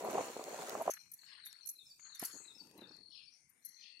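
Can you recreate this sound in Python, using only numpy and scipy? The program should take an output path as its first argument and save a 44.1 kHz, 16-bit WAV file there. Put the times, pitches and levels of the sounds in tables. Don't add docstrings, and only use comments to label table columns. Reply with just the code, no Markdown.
import sys
import numpy as np
from scipy import signal
from scipy.fft import rfft, irfft, next_fast_len
from scipy.io import wavfile
from scipy.ndimage import uniform_filter1d, map_coordinates

SR = 44100
rng = np.random.default_rng(int(sys.argv[2]) if len(sys.argv) > 2 else 0)


def dump_mix(stems):
    frames = np.atleast_2d(stems).T
    limited = np.clip(frames, -1, 1)
    pcm = np.round(limited * 32767).astype(np.int16)
    wavfile.write(sys.argv[1], SR, pcm)


N = 176400

# t/s, level/dB
RUMBLE_LEVEL = [(0, -46.5), (.03, -45.5), (.045, -38), (.11, -37), (.128, -43), (.148, -35.5), (.175, -37),
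                (.24, -42.5), (.3, -48), (.36, -50.5), (.395, -43.5), (.425, -49.5), (.47, -45),
                (.52, -44.5), (.57, -46), (.605, -40), (.66, -48), (.72, -44), (.765, -40.5), (.79, -45.5),
                (.82, -38.5), (.838, -59), (.87, -45.5), (.9, -34.5)]
# f/Hz, level/dB
RUMBLE_COLOUR = [(24, -74.5), (40, -41.5), (246, -9), (293, -9.5), (399, -2.5), (732, -4), (870, -8.5),
                 (999, -9), (1710, -26), (2500, -26.5), (3250, -42.5), (5500, -120)]
# f/Hz, width/Hz, level over the broad rumble/dB
HOLLOW_MODES = [(667, 20, 2), (757, 34, 5), (987, 35, 4.5)]
# t/s, level/dB
HISS_LEVEL = [(0, -53.5), (.04, -63), (.11, -52.5), (.19, -53), (.23, -51), (.32, -56), (.43, -58.5),
              (.52, -56), (.62, -52.5), (.72, -54), (.8, -58), (.87, -58.5), (.94, -65.5)]
# f/Hz, level/dB
HISS_COLOUR = [(710, -30), (1200, -1.5), (1710, -7), (2680, -8.5), (3180, -12.5), (4380, -11.5),
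               (4830, -16.5), (6730, -5.5), (9990, -17), (15500, -22)]
CRACKLE_RATE, CRACKLE_DB = 36, 3.5
PORT_LAG_S = 0.00012
# t/s, peak level/dB, f/Hz, t60/s
KNOCKS = [(.042, -36, 600, 0.025), (.145, -30, 650, 0.032), (.1808, -22, 760, 0.019),
          (.366, -29.5, 520, 0.0073), (.482, -35.5, 577, .015), (.541, -34.5, 620, 0.026),
          (.729, -34, 480, 0.0042), (.7522, -24.5, 740, 0.0078), (.8, -32.5, 600, 0.044),
          (.811, -26.5, 660, 0.049), (.855, -38, 644, .02), (.878, -20.5, 700, 0.013),
          (.8956, -22, 660, 0.0089), (2.226, -34.5, 280, 0.013), (2.2265, -36.5, 710, 0.019),
          (2.82, -42, 350, 0.0074)]
# t/s, level/dB, left-right/dB
CRUMB_SNAPS = [(0.214, -43, -10.5), (0.441, -28, -3), (.696, -21.5, 3.5), (1.529, -34, 0),
               (1.903, -51, -4.5), (2.314, -45.5, 18), (2.672, -47, 16), (2.713, -46.5, 21.5),
               (2.813, -50.5, 12), (2.967, -47, 22)]
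# t/s, level/dB
SOIL_LEVEL = [(2.2, -92), (2.235, -64), (2.3, -72), (2.5, -74), (2.7, -68), (2.81, -60), (2.89, -63),
              (3.05, -77), (3.15, -92)]
# f/Hz, level/dB
SOIL_COLOUR = [(50, -27), (140, -7.5), (300, 0.5), (520, -7.5), (700, -15), (900, -9.5), (1200, -24.5),
               (2200, -30.5), (4000, -48.5)]
# t/s, level/dB
BRUSH_LEVEL = [(0.93, -62), (1.12, -84.5), (1.3, -62.5), (1.52, -66), (1.7, -76.5), (1.8, -91.5),
               (1.97, -92), (2.01, -76), (2.07, -64.5), (2.19, -67.5), (2.23, -50.5), (2.25, -57.5),
               (2.62, -79.5), (2.84, -64.5), (3.09, -84.5), (3.39, -87.5), (3.7, -79), (4.0, -95)]
# f/Hz, level/dB
BRUSH_COLOUR = [(400, -44.5), (900, -11), (1600, -1.5), (2150, -3.5), (2900, -9.5), (6000, -23),
                (15000, -41)]
# t/s, level/dB
FIZZ_LEVEL = [(.9, -65.5), (1.08, -77), (1.25, -69), (1.4, -98), (1.55, -83), (1.95, -69.5), (2.1, -90.5),
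              (2.25, -49), (2.45, -76), (2.7, -70.5), (2.85, -81), (3.1, -86), (3.55, -84), (3.68, -80),
              (3.85, -86.5)]
# f/Hz, level/dB
FIZZ_COLOUR = [(1500, -18), (3200, -12), (5000, -3.5), (7000, 2.5), (8500, 0), (10000, -6), (11500, 0.5),
               (14500, -10.5), (16000, -12.5)]
# start t/s, length/s, level/dB
LUMPS = [(2.332, 0.047, -58.5), (2.389, 0.041, -66.5), (2.555, 0.026, -69.5), (2.789, 0.0088, -56),
         (2.807, 0.05, -61.5), (2.901, 0.017, -62.5)]
# t/s, level/dB
SCUFFS = [(1.233, -60), (1.53, -61), (1.995, -59), (2.063, -57), (2.815, -61)]
# t/s, peak level/dB, lift of the low modes/dB, left-right/dB, length of the scrape/s
CLINKS = [(0.043, -48.5, 3, -2, 0.0036), (0.106, -48, 0, 0, .006), (0.816, -45.5, 2.5, -7.5, 0.011),
          (0.9, -32.5, 19.5, 2, 0.016), (0.9356, -36.5, 14.5, 3.5, 0.0031), (1.115, -42.5, 5.5, 7, .007),
          (1.1351, -41, 6, 1, 0.0071), (1.451, -40.5, 9, 0, 0.022), (1.658, -40, 8, -3.5, 0.0035),
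          (1.67, -39.5, 8, -21.5, 0.0067), (1.687, -34, 10.5, 1, 0.012), (2.146, -48.5, 19, -4, 0.012),
          (2.1937, -35, 11, -3, .003), (2.214, -42.5, 11, 10, 0.0041), (2.236, -36.5, 5, -1, 0.0037),
          (2.247, -29.5, 12, 4.5, 0.008), (2.778, -53, -2, 8, 0.0019), (3.493, -61.5, -1.5, 18.5, 0.01),
          (3.648, -40, 6, 9, 0.014), (3.687, -47.5, -11.5, 10.5, 0.0037)]
# f/Hz, level/dB, t60/s
BANGLE_MODES = [(5820, -16, 0.24), (6200, -10.5, 0.079), (6500, -12, 0.042), (7140, -20, .08),
                (8000, -21, .1), (11030, 3.5, 0.22), (10500, 1, .16), (11540, 6.5, 0.17), (11985, 5, 0.076),
                (13240, 0, .12), (13500, -11, .07), (13000, -7.5, .1)]
# start t/s, length/s, level/dB
TRILLS = [(0, .66, -64.5), (0.895, 0.14, -62), (1.163, 0.53, -61), (2, 0.41, -60), (2.847, 0.377, -60.5),
          (3.619, .1, -64.5), (3.715, 0.43, -60.5)]
TRILL_HZ, TRILL_FALL_HZ = 4323, 380.4
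TRILL_RATE, TRILL_DUTY = 43, .45
# t from the drop/s, f/Hz, level/dB
LOW_SONG = [(-.045, 4150, -29), (-.016, 3940, -3), (-.009, 4370, -48), (0, 4170, -7.5), (.007, 4000, 3),
            (.014, 3660, -7), (.02, 3740, -13.5), (.036, 3664, 1), (.046, 3473, -11.5), (.053, 3620, -42)]
# t from the drop/s, f/Hz, level/dB
HIGH_SONG = [(-.042, 5200, -23), (-.022, 5343, -1), (-.011, 5153, -6.5), (-.006, 6535, -50),
             (-.001, 6140, -21), (.004, 5464, -2), (.008, 4800, -8), (.02, 4610, -2.5), (.03, 4535, 4.5),
             (.037, 4490, -25)]
# t from its start/s, f/Hz, level/dB
SLIDE_SONG = [(0, 6500, -19), (.015, 6260, -3.5), (.04, 5450, 7), (.05, 5170, -5.5)]
# t/s, level/dB, left-right/dB
LOW_WHISTLES = [(1.434, -60, 10.5), (1.785, -60, 10), (2.123, -61.5, 14), (2.475, -59.5, 10),
                (2.808, -61.5, 18)]
# t/s, level/dB, left-right/dB
HIGH_WHISTLES = [(1.89, -62.5, -1.5), (2.221, -59, 10), (2.58, -60, 13), (2.914, -67, 15), (3.256, -65, 15)]
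# t/s, level/dB, left-right/dB
SLIDES = [(1.473, -76, 15), (1.603, -77, 14)]
# start t/s, length/s, level/dB
RASPS = [(1.234, 0.16, -62), (3.087, 0.15, -58.5), (3.769, 0.15, -60.5)]
RASP_FROM_HZ, RASP_TO_HZ, RASP_WIDTH_HZ = 4800, 3087, 3000
RASP_CHIPS, CHIP_S, FLUTTER_RATE = 900, 0.011, 32
# start t/s, length/s, f/Hz, level/dB
BUZZES = [(.98, 0.054, 5730, -60), (1.98, 0.13, 6750, -59), (2.3, 0.12, 6724, -55.5),
          (2.34, 0.14, 7890, -61.5), (3.3, 0.064, 5550, -64), (3.34, .13, 6020, -76),
          (3.62, 0.24, 6010, -68)]
# start t/s, length/s, f/Hz, level/dB
FAR_CALLS = [(.9, 0.24, 2350, -78), (1.6, 0.54, 2480, -84.5), (2.35, 0.63, 2586, -80),
             (3.17, 0.2, 2410, -77.5), (3.3, 0.45, 2143, -85), (3.62, 0.4, 1996, -77),
             (3.76, 0.16, 2454, -73.5), (3.89, 0.23, 2700, -68.5)]
# start t/s, length/s, f/Hz, level/dB
WHINES = [(.9, 0.71, 8560, -79.5), (1.25, 0.73, 9190, -79.5), (1.95, 0.88, 8700, -79.5),
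          (2.88, 0.8, 9300, -80), (3.55, 0.67, 8680, -84.5)]
# f/Hz, level/dB
AIR_COLOUR = [(25, -16), (60, 1), (180, 5), (400, -10), (1000, -9), (2200, -14), (4500, -17), (8000, -8.5),
              (10500, -19), (15000, -37)]
# f/Hz, likeness (0 to 1)
NEAR = [(60, 0.47), (130, 0.98), (290, 0.89), (640, 0.82), (1000, 0.7), (1600, 0.2), (8000, .03)]
# f/Hz, likeness (0 to 1)
WIDE = [(100, 0.47), (1000, 0.079), (8000, 0.091)]
HUSH_DB, HUSH_FLOOR_DB = -82.5, -10
TOP_HZ = 15800


def amp(db):
    return 10 ** (np.asarray(db) / 20)


def unit(x):
    return x / np.sqrt(np.mean(x ** 2) + 1e-20)


def along(points, hz):
    f, v = np.transpose(points)
    return np.interp(np.log(hz + 1), np.log(f + 1), v)


def level(rows):
    return amp(np.interp(np.arange(N) / SR, *np.transpose(rows)))


def wobble(rate, size=N):
    knots = rng.standard_normal(int(size * rate / SR) + 4)
    return map_coordinates(knots, [np.arange(size) * rate / SR])


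def filtered(x, response):
    m = next_fast_len(x.shape[-1] + 8192)
    spectrum = rfft(x, m) * response(np.fft.rfftfreq(m, 1 / SR))
    return irfft(spectrum, m)[..., :x.shape[-1]]


def coloured(x, points):
    return filtered(x, lambda hz: amp(along(points, hz)))


def pan(db):
    g = amp(np.array([[db], [-db]]) / 2)
    return g / g.mean()


def add(out, s, x):
    i = max(0, round(s * SR))
    part = out[:, i:i + x.shape[-1]]
    part += x[..., :part.shape[-1]]


def swell(t, length, edge):
    return np.sin(np.pi / 2 * np.clip(np.minimum(t, length - t) / edge, 0, 1))


def rush(colour, alike, grain_db=0, grain_rate=100, patchy_db=0):
    grains = rng.standard_normal((2, N)) * amp(grain_db * wobble(grain_rate))
    z = signal.stft(grains, nperseg=1024)[2]
    field = uniform_filter1d(rng.standard_normal(z.shape[1:]), size=11, axis=0)
    field = uniform_filter1d(field, size=7, axis=1)
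    patches = amp(patchy_db * np.minimum(unit(field), 1))
    pair = signal.istft(z * patches, nperseg=1024)[1][:, :N]

    def mid_side(hz):
        turn = np.arccos(np.clip(along(alike, hz), -1, 1)) / 2
        return amp(along(colour, hz)) * [np.cos(turn), np.sin(turn)]

    mid, side = filtered(pair, mid_side)
    return unit(np.array([mid + side, mid - side]))


def tone(hz):
    return np.sin(2 * np.pi * np.cumsum(hz) / SR)


def hoarse(hz, width_hz):
    z = wobble(2 * width_hz, len(hz)) + 1j * wobble(2 * width_hz, len(hz))
    return unit(np.real(z * np.exp(2j * np.pi * np.cumsum(hz) / SR)))


def echo(x, t60, delay):
    t = np.arange(SR) / SR
    tail = rng.standard_normal((2, SR)) * amp(-60 * t / t60) * (1 - np.exp(-t / delay))
    return signal.fftconvolve(x, unit(tail) / np.sqrt(SR), axes=1)[:, :N]


def from_right(x):
    ports = np.array([[-1], [1]])
    return filtered(x, lambda hz: np.exp(1j * np.pi * hz * PORT_LAG_S * ports))


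def hollow(f):
    response = 1
    for centre, width, db in HOLLOW_MODES:
        response = response + (amp(db) - 1) * 1j * f * width / (centre * centre - f * f + 1j * f * width)
    return response


def crackle():
    strength = amp(np.minimum(4 * rng.standard_normal((2, N)), 6))
    hits = (rng.random(N) < CRACKLE_RATE / SR) * strength
    t = np.arange(SR // 100) / SR
    snap = rng.standard_normal((2, len(t))) * np.exp(-t / 0.00076)
    return amp(CRACKLE_DB) * signal.fftconvolve(hits, snap, axes=1)[:, :N]


def handling():
    t = np.arange(N) / SR
    rumble = unit(filtered(rush(RUMBLE_COLOUR, NEAR, grain_db=3, grain_rate=220), hollow))
    rumble *= level(RUMBLE_LEVEL) * np.clip((.901 - t) / .004, 0, 1)
    hiss = rush(HISS_COLOUR, WIDE, grain_db=2.0, grain_rate=500, patchy_db=2.5)
    hiss = level(HISS_LEVEL) * unit(hiss + crackle()) * np.clip((.95 - t) / 0.044, 0, 1)
    return amp(-2.5) * from_right(rumble) + amp(2.5) * hiss


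def knocks():
    out, t = np.zeros((2, N)), np.arange(SR // 10) / SR
    for s, db, hz, t60 in KNOCKS:
        ring = np.sin(2 * np.pi * hz * t) + amp(-6.5) * np.sin(2 * np.pi * hz * 1.4 * t)
        ring = ring * amp(-60 * t / t60) * (1 - np.exp(-t / 0.00091)) ** 2
        add(out, s, amp(db) * ring / np.abs(ring).max())
    return coloured(out, [(30, -28.0), (160, -1.5)]) * pan(-1.2)


def soil():
    out, t = np.zeros((2, N)), np.arange(SR // 20) / SR
    for s, db, side_db in CRUMB_SNAPS:
        snap = rng.standard_normal((2, len(t))) * amp(-60 * t / 0.0032)
        add(out, s, amp(db - 8.5) * pan(side_db) * snap)
    out = coloured(out, [(500, -34), (1500, -5), (7000, 8.5), (15000, -1.5)])
    shifting = rush(SOIL_COLOUR, NEAR, grain_db=3.5, grain_rate=90, patchy_db=4)
    out += amp(-1) * level(SOIL_LEVEL) * shifting
    brushing = rush(BRUSH_COLOUR, WIDE, grain_db=3, grain_rate=150, patchy_db=6)
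    out += amp(-2.5) * level(BRUSH_LEVEL) * brushing * pan(9.4)
    fizz = rush(FIZZ_COLOUR, WIDE, grain_db=2.5, grain_rate=600, patchy_db=9.0)
    return out + amp(0.5) * level(FIZZ_LEVEL) * fizz * pan(3)


def lumps():
    t = np.arange(N) / SR
    strength = sum(amp(db) * swell(t - s, length, length / 2) for s, length, db in LUMPS)
    return strength * rush(SOIL_COLOUR, NEAR, grain_db=0.5, grain_rate=300)


def scuffs():
    t = np.arange(N) / SR
    strength = sum(amp(db) * (t >= s) * np.exp(-np.abs(t - s) / 0.006) for s, db in SCUFFS)
    return strength * rush(BRUSH_COLOUR, WIDE, grain_db=2, grain_rate=200) * pan(2.4)


def bangle_ring(t, low_db):
    ring = 0
    for hz, mode_db, t60 in BANGLE_MODES:
        fade = amp(mode_db + low_db * (hz < 9000) - 60 * t / t60)
        for detune in rng.standard_normal(size=4):
            cycles = hz * (1 + 0.0063 * detune) * t + rng.random((2, 1))
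            ring = ring + fade * np.sin(2 * np.pi * cycles)
    return ring


def bangles():
    out, t = np.zeros((2, N)), np.arange(SR // 5) / SR
    for s, db, low_db, side_db, scrape in CLINKS:
        ring = bangle_ring(t, low_db)
        burst = rng.standard_normal((2, len(t))) * np.exp(-t / .0018)
        crack = coloured(burst, [(1500, -72), (3000, -40.5), (5500, 0.5)])
        ring = ring * (amp(-14) + np.exp(-t / 0.005)) + amp(5.5) * crack
        contacts = rng.standard_normal(len(t)) * amp(2 * wobble(900, len(t)))
        contacts *= (t / scrape) ** 0.33 * np.exp(-(t / scrape) ** 3)
        clink = signal.fftconvolve(ring, contacts[None], axes=1)[:, :len(t)]
        clink /= np.abs(clink).max(axis=1, keepdims=True)
        add(out, s, amp(db + 3.0) * pan(side_db) * clink)
    out = coloured(out, [(1500, -29), (4500, 0)])
    return out + amp(-22.5) * echo(out, t60=0.49, delay=.01)


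def trills():
    out = np.zeros((2, N))
    for s, length, db in TRILLS:
        t = np.arange(int(length * SR)) / SR
        beat = (TRILL_RATE * t + 0.095 * wobble(20, len(t))) % 1
        note = np.minimum(beat / TRILL_DUTY, 1)
        hz = TRILL_HZ + TRILL_FALL_HZ * (.5 - note) + 90 * wobble(200, len(t))
        run = unit(tone(hz) * np.sin(np.pi * note) ** 2)
        add(out, s, amp(db - 4.5 + wobble(40, len(t))) * swell(t, length, 0.05) * run)
    leaves = amp(-7) * echo(out, t60=.06, delay=.004)
    return (out + leaves) * pan(17)


def whistles(song, calls):
    out = np.zeros((2, N))
    at, hz, shape_db = np.transpose(song)
    t = np.arange(at[0], at[-1], 1 / SR)
    for s, db, side_db in calls:
        drift = 1 + .008 * wobble(30, len(t)) + .008 * wobble(500, len(t))
        pitch = np.interp(t, at, hz) * drift
        flutter_db = 2 * wobble(180, len(t))
        gain = amp(db + 6.0 + flutter_db + np.interp(t, at, shape_db))
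        add(out, s + at[0], gain * tone(pitch) * pan(side_db))
    return out


def rasps():
    out, t = np.zeros((2, N)), np.arange(int(CHIP_S * SR)) / SR
    for s, length, db in RASPS:
        for u in np.linspace(0, 1, int(RASP_CHIPS * length)):
            hz = RASP_FROM_HZ + (RASP_TO_HZ - RASP_FROM_HZ) * u + RASP_WIDTH_HZ * (rng.random() - .5)
            flutter_db = 3 * np.cos(2 * np.pi * FLUTTER_RATE * u * length)
            size_db = db - 3.5 + 3 * rng.standard_normal() + flutter_db
            cycles = hz * t * (1 - 1.9 * t) + rng.random()
            chip = np.sin(2 * np.pi * cycles) * np.sin(np.pi * t / CHIP_S) ** 2
            add(out, s + u * length, amp(size_db) * np.sin(np.pi * u) * chip)
    return filtered(out, lambda hz: (hz > 2400) & (hz < 5600)) * pan(16.6)


def thin_calls(calls, width_hz, edge, side_db):
    out = np.zeros((2, N))
    for s, length, hz, db in calls:
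        t = np.arange(int(length * SR)) / SR
        add(out, s, amp(db) * swell(t, length, edge) * hoarse(np.full(len(t), hz), width_hz))
    return out * pan(side_db)


def insects():
    return thin_calls(WHINES, width_hz=180, edge=0.13, side_db=15.5)


def open_air():
    return amp(-82.5) * rush(AIR_COLOUR, WIDE, patchy_db=7.0) * pan(2.5)


def scene():
    close = handling() + from_right(knocks()) + soil() + lumps() + scuffs() + bangles()
    birds = trills() + whistles(LOW_SONG, LOW_WHISTLES)
    birds += whistles(HIGH_SONG, HIGH_WHISTLES) + whistles(SLIDE_SONG, SLIDES)
    far = rasps() + thin_calls(BUZZES, width_hz=520, edge=0.042, side_db=17.5)
    far += thin_calls(FAR_CALLS, width_hz=170, edge=0.072, side_db=17.5)
    trees = amp(-3.0) * echo(birds, t60=0.47, delay=0.003) + amp(-3) * echo(far, t60=0.41, delay=0.005)
    return close + birds + amp(-2.5) * far + trees + insects() + open_air()


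def record(dry):
    z = signal.stft(dry, nperseg=1024)[2]
    power = np.mean(np.abs(z) ** 2, axis=0)
    power = uniform_filter1d(uniform_filter1d(power, size=7, axis=0), size=5, axis=1)
    power = np.abs(power) * len(power)
    keep = power ** 2 / (power ** 2 + amp(HUSH_DB) ** 4)
    hushed = signal.istft(z * np.maximum(keep, amp(HUSH_FLOOR_DB)), nperseg=1024)[1][:, :N]
    return filtered(hushed, lambda hz: hz < TOP_HZ)


dry = scene()
out = record(dry)
dump_mix(out)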